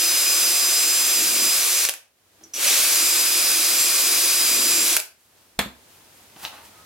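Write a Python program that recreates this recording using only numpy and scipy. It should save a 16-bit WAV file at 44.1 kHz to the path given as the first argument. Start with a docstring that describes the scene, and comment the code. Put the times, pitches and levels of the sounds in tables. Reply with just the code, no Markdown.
"""A cordless drill bores two holes in a hollow plastic shell, close to a two-port microphone.
Its shaft drives whining gear tones, a noisy rasp and a fan; the shell drones and judders as shaped noise.
Short noise bursts make the clacks of the spindle lock, the small knocks and the landing on a wooden bench.
Swelling noise makes the rustling sleeve and the hand that brushes over the bench top.
The place is a small workshop: the bench top answers first, then shelves and walls, over hiss and hum."""
import sys
import numpy as np
from scipy import signal
from scipy.fft import rfft, irfft, next_fast_len
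from scipy.io import wavfile
from scipy.ndimage import map_coordinates

SR = 44100
rng = np.random.default_rng(int(sys.argv[2]) if len(sys.argv) > 2 else 0)


def materialize(psi):
    """Save the field psi as 16-bit PCM at rate SR to the path in sys.argv[1].

    A 1-D psi becomes a single channel; in a 2-D psi each row is a channel.
    """
    bounded = np.clip(np.atleast_2d(psi).T, -1, 1)
    quanta = np.round(bounded * 32767).astype(np.int16)
    wavfile.write(sys.argv[1], SR, quanta)


N = 302085


def amp(db):
    """Decibels to gain."""
    return 10 ** (np.asarray(db) / 20)


def unit(x):
    """Scale to rms 1."""
    return x / np.sqrt(np.mean(x ** 2) + 1e-20)


def clock():
    """The time of every sample in seconds."""
    return np.arange(N) / SR


def along(points, hz):
    """Read (frequency [Hz], value) points on a log frequency axis."""
    f, v = np.transpose(points)
    return np.interp(np.log(hz + 1), np.log(f + 1), v)


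def curves(rows):
    """One value per sample for each column after the time."""
    s, *columns = np.transpose(rows)
    return [np.interp(clock(), s, column) for column in columns]


def ramp(start, length):
    """Rises from 0 at start to 1 over length seconds."""
    return np.clip((clock() - start) / length, 0, 1)


def swell(s, rise, hold, fall):
    """Gain that peaks at s and holds; rise and fall are the seconds that 20 dB take."""
    t = clock()
    before = np.maximum(s - t, 0)
    after = np.maximum(t - s - hold, 0)
    return amp(-20 * (before / abs(rise) + after / abs(fall)))


def wobble(rate):
    """A smooth random curve with rate knots a second."""
    t = clock()
    coarse = t[::32]
    knots = rng.standard_normal(int(N * rate / SR) + 4)
    return np.interp(t, coarse, map_coordinates(knots, [coarse * rate]))


def filtered(x, response):
    """Multiply the spectrum of x by a response given as a function of frequency."""
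    n = x.shape[-1]
    m = next_fast_len(n + 8192)
    return irfft(rfft(x, m) * response(np.fft.rfftfreq(m, 1 / SR)), m)[..., :n]


def noise(spectrum, size=N):
    """Noise of rms 1, coloured by (frequency [Hz], relative level [dB per Hz]) points."""
    return unit(filtered(rng.standard_normal(size), lambda hz: amp(along(spectrum, hz))))


def dying(x, decay):
    """Each frequency of x fades with its own t60, the seconds that 60 dB take."""
    hz, t, z = signal.stft(x, SR, nperseg=256)
    fade = amp(-60 * t / along(decay, hz)[:, None])
    return signal.istft(z * fade, SR, nperseg=256)[1][:len(x)]


def add(track, s, sound):
    """Mix a sound into a track at time s."""
    part = track[round(s * SR):][:len(sound)]
    part += sound[:len(part)]


def blow(spectrum, t60, ring_db, ring_t60):
    """A hard contact: a short crack and a weaker dense ring."""
    t = np.arange(SR // 2) / SR
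    envelope = amp(-60 * t / t60) + amp(ring_db - 60 * t / ring_t60)
    return noise(spectrum, size=len(t)) * envelope


# Diffuse sound at the two microphone ports: (frequency [Hz], left-right likeness [0-1])
PORT_LIKENESS = [(60, .7), (150, .88), (400, .6), (1000, .35), (3000, .15), (8000, 0)]


def diffuse(a, b):
    """Two unrelated signals as a stereo pair: alike in the bass, apart in the treble."""
    def turn(hz):
        return np.arccos(np.clip(along(PORT_LIKENESS, hz), -1, 1)) / 2
    mid = filtered(a, lambda hz: np.cos(turn(hz)))
    side = filtered(b, lambda hz: np.sin(turn(hz)))
    return np.array([mid + side, mid - side])


def radiated(x):
    """A small housing radiates no bass."""
    return filtered(x, lambda hz: 1 - 1 / (1 + (hz / 260) ** 8))


# Reverberation of the workshop: (frequency [Hz], t60 [s])
ROOM_DECAY = [(100, 0.16), (600, 0.35), (3000, 0.3), (12000, .24)]


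def placed(x, near_db, wet_db, lag_ms):
    """Direct sound reaches the left port lag_ms late; the bench top answers at once, shelves and walls later."""
    def answer(decay, wait):
        """A stereo echo tail that starts after wait samples."""
        tails = [dying(rng.standard_normal(SR // 2), decay) for _ in range(2)]
        return diffuse(*[np.pad(h / np.linalg.norm(h), (wait, 0))[:SR // 2] for h in tails])

    near, wet = amp(near_db), amp(wet_db)
    echoes = near * answer([(1000, 0.017)], wait=12) + wet * answer(ROOM_DECAY, wait=200)
    sides = np.array([[-1], [1]])  # half the lag on each side
    direct = filtered(x, lambda hz: np.exp(1j * np.pi * hz * lag_ms / 1000 * sides))
    reflected = signal.fftconvolve(x[None], echoes, axes=1)[:, :N]
    return (direct + reflected) / np.sqrt(1 + (near ** 2 + wet ** 2) / 2)


def running(on, off, coast_t60):
    """1 while the trigger is held, then a quick fade as the motor brakes."""
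    return ramp(on, .004) * amp(-60 * np.maximum(clock() - off, 0) / coast_t60)


FULL_RPS, TIRING_RPS_PER_S = 357.4, 1.0  # free turns per second at time 0; the loss as the battery tires
SQUEEZE_S, INERTIA_S = .16, .093  # the trigger goes down; the motor follows with a lag
EASE_S, EASE_SLOWS, BRAKE_S = .08, .11, .04  # easing before release, share of speed it costs, brake time constant
GRAB_S, RECOVER_S = .055, .08  # time of the speed drop; recovery time constant before half the bite is added
# The bit touches the plastic or bites into it:
# (time [s], length [s], sag at full trigger [turns per second], relative shell level [dB])
BIT_BITES = [(.39, .06, 3.6, -43), (1.13, .35, 4.8, -41.5), (2.38, .04, 0, -55), (3.69, .1, 2.8, -50),
             (4.47, .34, 4.2, -41)]


def motor(on, off):
    """Speed follows the trigger and sags in each bite; also returns strain and finger easing, both 0-1."""
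    t = clock()
    squeezed = SQUEEZE_S * ramp(on, SQUEEZE_S)
    held = np.maximum(t - on - SQUEEZE_S, 0)
    behind = INERTIA_S * (1 - np.exp(-squeezed / INERTIA_S)) * np.exp(-held / INERTIA_S)
    ease = ramp(off - EASE_S, EASE_S) ** 2
    braking = np.exp(-np.maximum(t - off, 0) / BRAKE_S)
    share = (squeezed - behind) / SQUEEZE_S * (1 - EASE_SLOWS * ease) * braking
    sag = np.zeros(N)
    for s, length, rps, _ in BIT_BITES:
        recovery = np.exp(-np.maximum(t - s - GRAB_S, 0) / (RECOVER_S + length / 2))
        sag += rps * ramp(s, GRAB_S) * recovery
    strain = np.clip((1 - share) / .25, 0, 1)  # pulls harder while speeding up or braking; bites leave it alone
    return share * (FULL_RPS - TIRING_RPS_PER_S * t - sag), strain, ease


# The two strongest gear tones, as multiples of the shaft speed
STRONG_ORDERS = (14, 21)
# Their relative levels: (time [s], order 14 [dB], order 21 [dB])
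STRONG_LEVELS = [(0.0, -28, -32), (1.16, -28, -29), (1.26, -33, -35), (1.5, -26, -27), (1.56, -30, -40),
                 (1.66, -41, -35), (1.78, -31, -28), (1.84, -39, -38), (2.72, -45, -47), (2.82, -35, -36),
                 (3.18, -29, -31), (3.26, -29, -47), (3.68, -31, -44), (3.82, -30, -25), (3.96, -32, -47),
                 (4.34, -29, -38), (4.82, -29, -29), (4.94, -46, -41)]
# The other shaft orders: (multiple of the speed, relative level in the first hole [dB], in the second [dB])
WEAK_ORDERS = [(1, -51, -49), (2, -52, -53), (7, -50, -44), (8, -47, -48), (12, -52, -48), (15, -46, -42),
               (16, -46, -43), (17, -33, -38), (18, -47, -49), (19, -42, -42), (20, -47, -46),
               (22, -42, -38), (23, -48, -40), (24, -47, -47), (25, -53, -44), (26, -40, -54),
               (27, -42, -42), (28, -40, -41), (29, -38, -38), (32, -48, -43), (34, -39, -41),
               (35, -44, -44), (36, -44, -44)]


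def whine(hole, angle, speed, strain):
    """Shaft orders flutter with the play of the gears and press harder under strain."""
    def tone(order, flutter_db, play):
        jitter = play * (1 + 2 * strain) * wobble(90)
        phase = order * angle + rng.uniform(0, 2 * np.pi) + jitter
        return np.sqrt(2) * np.sin(phase) * amp(flutter_db * wobble(25))

    strong = sum(amp(db) * tone(order, flutter_db=1.2, play=.15)
                 for order, db in zip(STRONG_ORDERS, curves(STRONG_LEVELS)))
    weak = sum(amp(levels[hole]) * tone(order, flutter_db=2.5, play=.02 * order)
               for order, *levels in WEAK_ORDERS)
    return speed / FULL_RPS * amp(.2 + 3.5 * strain) * (strong + weak)


# Gears and fan in the drill's housing: (frequency [Hz], relative level [dB per Hz])
RASP_SPECTRUM = [(150, -56.5), (300, -23), (480, -8.5), (650, -12.3), (980, -12), (1080, -5.5),
                 (1450, -6.5), (2100, -5), (2450, -0.5), (2900, -3.5), (4500, -0.5), (12000, 0),
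                 (15500, -7)]
# The gear train growls while it speeds up or brakes: (frequency [Hz], relative level [dB per Hz])
GROWL_SPECTRUM = [(250, -36.5), (450, -9.5), (620, -4.5), (1000, -15.5), (1700, -7.5), (3000, 0),
                  (4400, -5), (8000, -2), (15000, -23)]


def rasp(angle, strain, throb):
    """Gear teeth and brushes rasp in step with the shaft and growl under strain."""
    teeth = 1 + throb * (np.cos(3 * angle) + 0.61 * np.cos(4 * angle)) + 0.05 * np.cos(angle)
    steady = amp(-2.0 - 2 * strain) * noise(RASP_SPECTRUM)
    growl = amp(-8.5) * strain * noise(GROWL_SPECTRUM)
    return teeth * (steady + growl)


STRAIN_DB, RELIEF_DB = 2.5, 4.5  # the rasp gains under strain and softens as the finger eases off
EASE_DB = 8  # the tones fade as the finger eases off
GENTLE_DB, OPEN_AT = 17, .7  # the rasp starts this much softer and is whole at this share of the trigger's travel
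# One row for each hole; a negative time means the drill already runs at the start:
# (trigger pressed [s], released [s], relative gear rasp [dB], tooth throb [0-1],
#  relative shell drone [dB], relative low rumble [dB], coasting t60 [s])
DRILL_RUNS = [(-1, 1.861, -18.9, .18, -48.5, -66.5, .2), (2.536, 4.966, -18.2, .06, -45.5, -65, .1)]


def drill():
    """One shaft drives the tones, the rasp and the cooling fan, whose rush leaves by vents on both sides."""
    tones, grind, fan = np.zeros((3, N))
    for hole, (on, off, rasp_db, throb, _, _, coast_t60) in enumerate(DRILL_RUNS):
        speed, strain, ease = motor(on, off)
        angle = 2 * np.pi * np.cumsum(speed * (1 + .0004 * wobble(14))) / SR
        softer_start_db = GENTLE_DB * (1 - ramp(on, OPEN_AT * SQUEEZE_S))
        effort_db = STRAIN_DB * np.sqrt(strain) - RELIEF_DB * ease ** 2 - softer_start_db
        level = amp(rasp_db + effort_db + .35 * wobble(45)) * running(on, off, coast_t60)
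        tones += whine(hole, angle, speed, strain) * amp(-EASE_DB * ease) * running(on, off, coast_t60=.043)
        grind += level * rasp(angle, strain, throb)
        fan += level
    vents = amp(-7) * fan * diffuse(noise(RASP_SPECTRUM), noise(RASP_SPECTRUM))
    return radiated(tones), radiated(grind), vents


BITE_ATTACK_S, BITE_RELEASE_S = .04, .12  # time to rise and to fall by 20 dB
THROUGH_S, THROUGH_DB = 1.58, -14  # the first hole breaks through and the shell's drone drops
# Resonances of the plastic shell under the bit: (frequency [Hz], width [Hz], relative level [dB])
SHELL_MODES = [(180, 12, -12), (222, 40, -15), (276, 20, 1), (324, 16, 0), (345, 110, -2)]


def boring():
    """The bit's edges shake the shell; a deep bite makes it louder and sets it juddering lower down."""
    def body(f):
        return sum(amp(db) * (f * w) ** 2 / ((c * c - f * f) ** 2 + (f * w) ** 2) for c, w, db in SHELL_MODES)

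    bite = sum(amp(db) * swell(s + BITE_ATTACK_S, BITE_ATTACK_S, length - BITE_ATTACK_S, BITE_RELEASE_S)
               for s, length, _, db in BIT_BITES)
    drone, shake = np.zeros(N), np.zeros(N)
    for on, off, _, _, drone_db, rumble_db, coast_t60 in DRILL_RUNS:
        turning = running(on, off, coast_t60) * ramp(on, .05)
        through_db = THROUGH_DB * (on < THROUGH_S) * ramp(THROUGH_S, .1)
        drone += turning * amp(drone_db + through_db)
        shake += turning * amp(rumble_db)
    resonance = unit(filtered(rng.standard_normal(N), body))
    shell = np.hypot(drone, bite) * amp(-3.1 + 1.1 * wobble(40)) * resonance
    judder_noise = noise([(70, -58.5), (140, -14), (215, 3), (260, -3), (400, -1), (700, -35)])
    judder = bite * amp(-6 + 1.7 * wobble(35)) * judder_noise
    rumble = shake * noise([(25, -40), (66, -2.5), (110, -14), (170, -7), (400, -51)])
    return shell + judder + rumble


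# Background hiss, which sinks around loud sounds and swells back: (time [s], level [dB])
HISS_LEVEL = [(0, -67), (2.13, -66), (2.45, -55), (2.7, -60.5), (5.2, -63), (5.38, -57), (5.6, -59),
              (5.82, -54), (6.85, -50.5)]
# Colour of the hiss: (frequency [Hz], relative level [dB per Hz])
HISS_SPECTRUM = [(20, -13), (40, -15), (75, -8), (125, -14), (250, -11), (650, -12.5), (1100, -15),
                 (4000, -17.5), (13500, -20.5), (16000, -28)]
# Tones that rise and sink with the hiss: (frequency [Hz], level over the hiss [dB])
BACKGROUND_TONES = [(98, -18.5), (13862, -29.5)]


def background():
    """Soft diffuse hiss with a low hum and a thin high tone, all on one level curve."""
    hum = sum(amp(db) * np.sqrt(2) * np.sin(2 * np.pi * hz * clock()) for hz, db in BACKGROUND_TONES)
    return amp(curves(HISS_LEVEL)[0]) * (diffuse(noise(HISS_SPECTRUM), noise(HISS_SPECTRUM)) + hum)


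# The spindle lock catches as the motor brakes, then rebounds: (time [s], relative level [dB])
LOCK_CLACKS = [(1.851, -7), (1.888, -8), (1.894, -8), (1.938, -18.5), (4.9665, -2), (4.9715, -7),
               (4.995, -18), (5.0005, -13)]
# Colour of the steel lock: (frequency [Hz], relative level [dB per Hz])
STEEL_SPECTRUM = [(100, -62), (250, -33.5), (480, -2), (1000, -7), (1700, -0.5), (3000, 0), (5600, -1.5),
                  (12200, 1.5), (15800, -8)]


def clacks():
    """The steel spindle lock snaps shut and rebounds, each contact a crack with a short ring."""
    out = np.zeros(N)
    for s, db in LOCK_CLACKS:
        add(out, s, amp(db - 5.5) * blow(STEEL_SPECTRUM, t60=0.014, ring_db=-15, ring_t60=0.042))
    return out


# Small knocks of the hands: (time [s], relative level [dB], share of bright click [0-1])
HAND_TAPS = [(2.411, -52, .15), (6.363, -40, 0), (6.4507, -19.5, 1)]
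# Bright click: (frequency [Hz], relative level [dB per Hz])
CLICK_SPECTRUM = [(100, -35), (430, -24.5), (760, -3), (1840, -4), (3180, 4), (5400, 2), (8200, -20),
                  (15500, -20.5)]
# Dull pat: (frequency [Hz], relative level [dB per Hz])
PAT_SPECTRUM = [(40, -25), (70, -14), (160, -17), (300, -9), (550, -8), (750, -6), (930, -8), (1300, -20),
                (3000, -14), (8000, -35)]
# Strokes of sleeve and palm; rise and fall span 20 dB:
# (peak time [s], rise [s], fall [s], relative rub level [dB], relative swish level [dB])
HAND_STROKES = [(5.21, .08, .15, -72, -61), (5.42, .3, .4, -70, -62), (5.93, .15, .2, -62, -55.5),
                (6.2, .35, .25, -58, -55.5), (6.445, .075, .045, -35, -35.5), (6.55, .1, .13, -39, -51),
                (6.655, .025, .035, -56, -44), (6.8, .2, .1, -55, -59)]
# Low rub: (frequency [Hz], relative level [dB per Hz])
RUB_SPECTRUM = [(20, -30), (40, -14), (70, -7), (110, -11), (400, -8.5), (850, 2), (1300, -1.5),
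                (2000, -5.5), (4000, -9.5), (8000, -27.5)]
# High swish: (frequency [Hz], relative level [dB per Hz])
SWISH_SPECTRUM = [(800, -15), (2800, -3), (5500, -3.5), (8000, -2.5), (12500, -1), (15500, -3.5)]
# A finger drags on the bench: (peak time [s], rise [s], fall [s], relative level [dB])
FINGER_SQUEAK = (6.8, .12, .09, -54)


def hands():
    """Cloth and skin slide in small catches; fingers knock on things."""
    rub = sum(amp(db) * swell(s, rise, 0, fall) for s, rise, fall, db, _ in HAND_STROKES)
    swish = sum(amp(db) * swell(s, rise, 0, fall) for s, rise, fall, _, db in HAND_STROKES)
    out = rub * amp(-5.0 + 2.6 * wobble(60)) * noise(RUB_SPECTRUM)
    out += swish * amp(1.2 * wobble(70)) * noise(SWISH_SPECTRUM)

    s, rise, fall, db = FINGER_SQUEAK
    squeak = noise([(900, -49.5), (1215, -19.5), (1265, 0), (1320, -13), (1800, -50)])
    out += amp(db) * swell(s, rise, 0, fall) * squeak

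    for s, db, bright in HAND_TAPS:
        click = blow(CLICK_SPECTRUM, t60=.008, ring_db=-13, ring_t60=0.086)
        pat = blow(PAT_SPECTRUM, t60=.04, ring_db=-14, ring_t60=.1)
        add(out, s, amp(db) * (bright * click + (1 - bright) * pat))
    return out


CHIRP_ATTACK_S, CHIRP_RELEASE_S = .003, .012  # time to rise and to fall by 20 dB
# The speed controller sings while the trigger is part way down: (time [s], hold [s], relative level [dB])
CONTROLLER_CHIRPS = [(2.438, .003, -36.5), (2.537, .028, -30), (2.672, .022, -23)]


def controller():
    """The speed controller chirps at part throttle: narrow noise near 6 kHz in short swells."""
    sing = noise([(1000, -70), (4000, -39), (5400, -14), (5860, 6), (6300, -8), (8200, -25), (11000, -36)])
    return sing * sum(amp(db) * swell(s, CHIRP_ATTACK_S, hold, CHIRP_RELEASE_S)
                      for s, hold, db in CONTROLLER_CHIRPS)


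# The battery lands on the bench and rocks:
# (time [s], relative crack level [dB], relative ring of the boards [dB])
BENCH_CONTACTS = [(5.5896, -23.5, -10), (5.5908, -8.7, -15), (5.597, -26.5, -32), (5.609, -28, -22),
                  (5.66, -46, -12)]
# Colour of crack and rattle: (frequency [Hz], relative level [dB per Hz])
THUD_SPECTRUM = [(24, -36), (55, -28), (150, -14), (225, 1), (320, -11), (550, -7), (1050, 1), (1600, 4),
                 (2500, -3), (3500, -1.5), (5500, -13), (7300, -6.5), (8800, -16), (12400, -9),
                 (16000, -20)]
# Fading of the rattle: (frequency [Hz], t60 [s])
RATTLE_DECAY = [(60, 0.52), (250, 0.23), (600, .13), (3000, 0.17), (10000, .05)]
# Modes of bench and drill housing: (frequency [Hz], relative level [dB], t60 [s])
BENCH_MODES = [(67.7, -36, 0.47), (132, -36, 0.3), (217, -17.5, 0.1), (247, -23.5, 0.22), (340, -22, 0.11),
               (521, -22.5, 0.12), (840, -25, 0.1), (1213, -25, .2), (1525, -36, .18), (1656, -44, .18),
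               (2685, -40, .2)]


def landing():
    """The battery hits the bench edge first, then flat, and rocks; every contact rings the boards."""
    out, t = np.zeros(N), np.arange(SR // 2) / SR
    for s, crack_db, ring_db in BENCH_CONTACTS:
        rattle = dying(noise(THUD_SPECTRUM, size=len(t)), RATTLE_DECAY)
        crack = blow(THUD_SPECTRUM, t60=0.029, ring_db=-25, ring_t60=.06)
        add(out, s, amp(crack_db) * (crack + amp(-14.5) * rattle))
        reach_hz = 5000 * amp(crack_db / 2)  # a soft contact stirs only the low modes
        for hz, db, t60 in BENCH_MODES:
            mode = amp(ring_db + db - 60 * t / t60) * np.sin(2 * np.pi * hz * t)
            add(out, s, mode / (1 + (hz / reach_hz) ** 2))
    return out


def scene():
    """Drill, bench and hands in the workshop, each with its own share of bench and room echo."""
    tones, grind, vents = drill()
    rough = grind + boring() + controller() + radiated(clacks())
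    tool = placed(tones, near_db=-16, wet_db=-16, lag_ms=0.014)
    tool += placed(rough, near_db=-14.5, wet_db=-6.5, lag_ms=0.019)
    bench = placed(landing(), near_db=-7, wet_db=-6.5, lag_ms=-0.03)  # negative: the right port hears it late
    bench += placed(hands(), near_db=-16.5, wet_db=-3.5, lag_ms=0.023)
    return tool + vents + bench + background()


LOW_CUT_HZ, TOP_HZ = 38, 16000


def record(dry):
    """The camera clips at full scale, drops the deepest bass and keeps nothing above its band limit."""
    def response(hz):
        return (hz < TOP_HZ) * (1 - 1 / (1 + (hz / LOW_CUT_HZ) ** 4))
    return filtered(np.clip(dry, -1, 1), response)


dry = scene()
out = record(dry)
materialize(out)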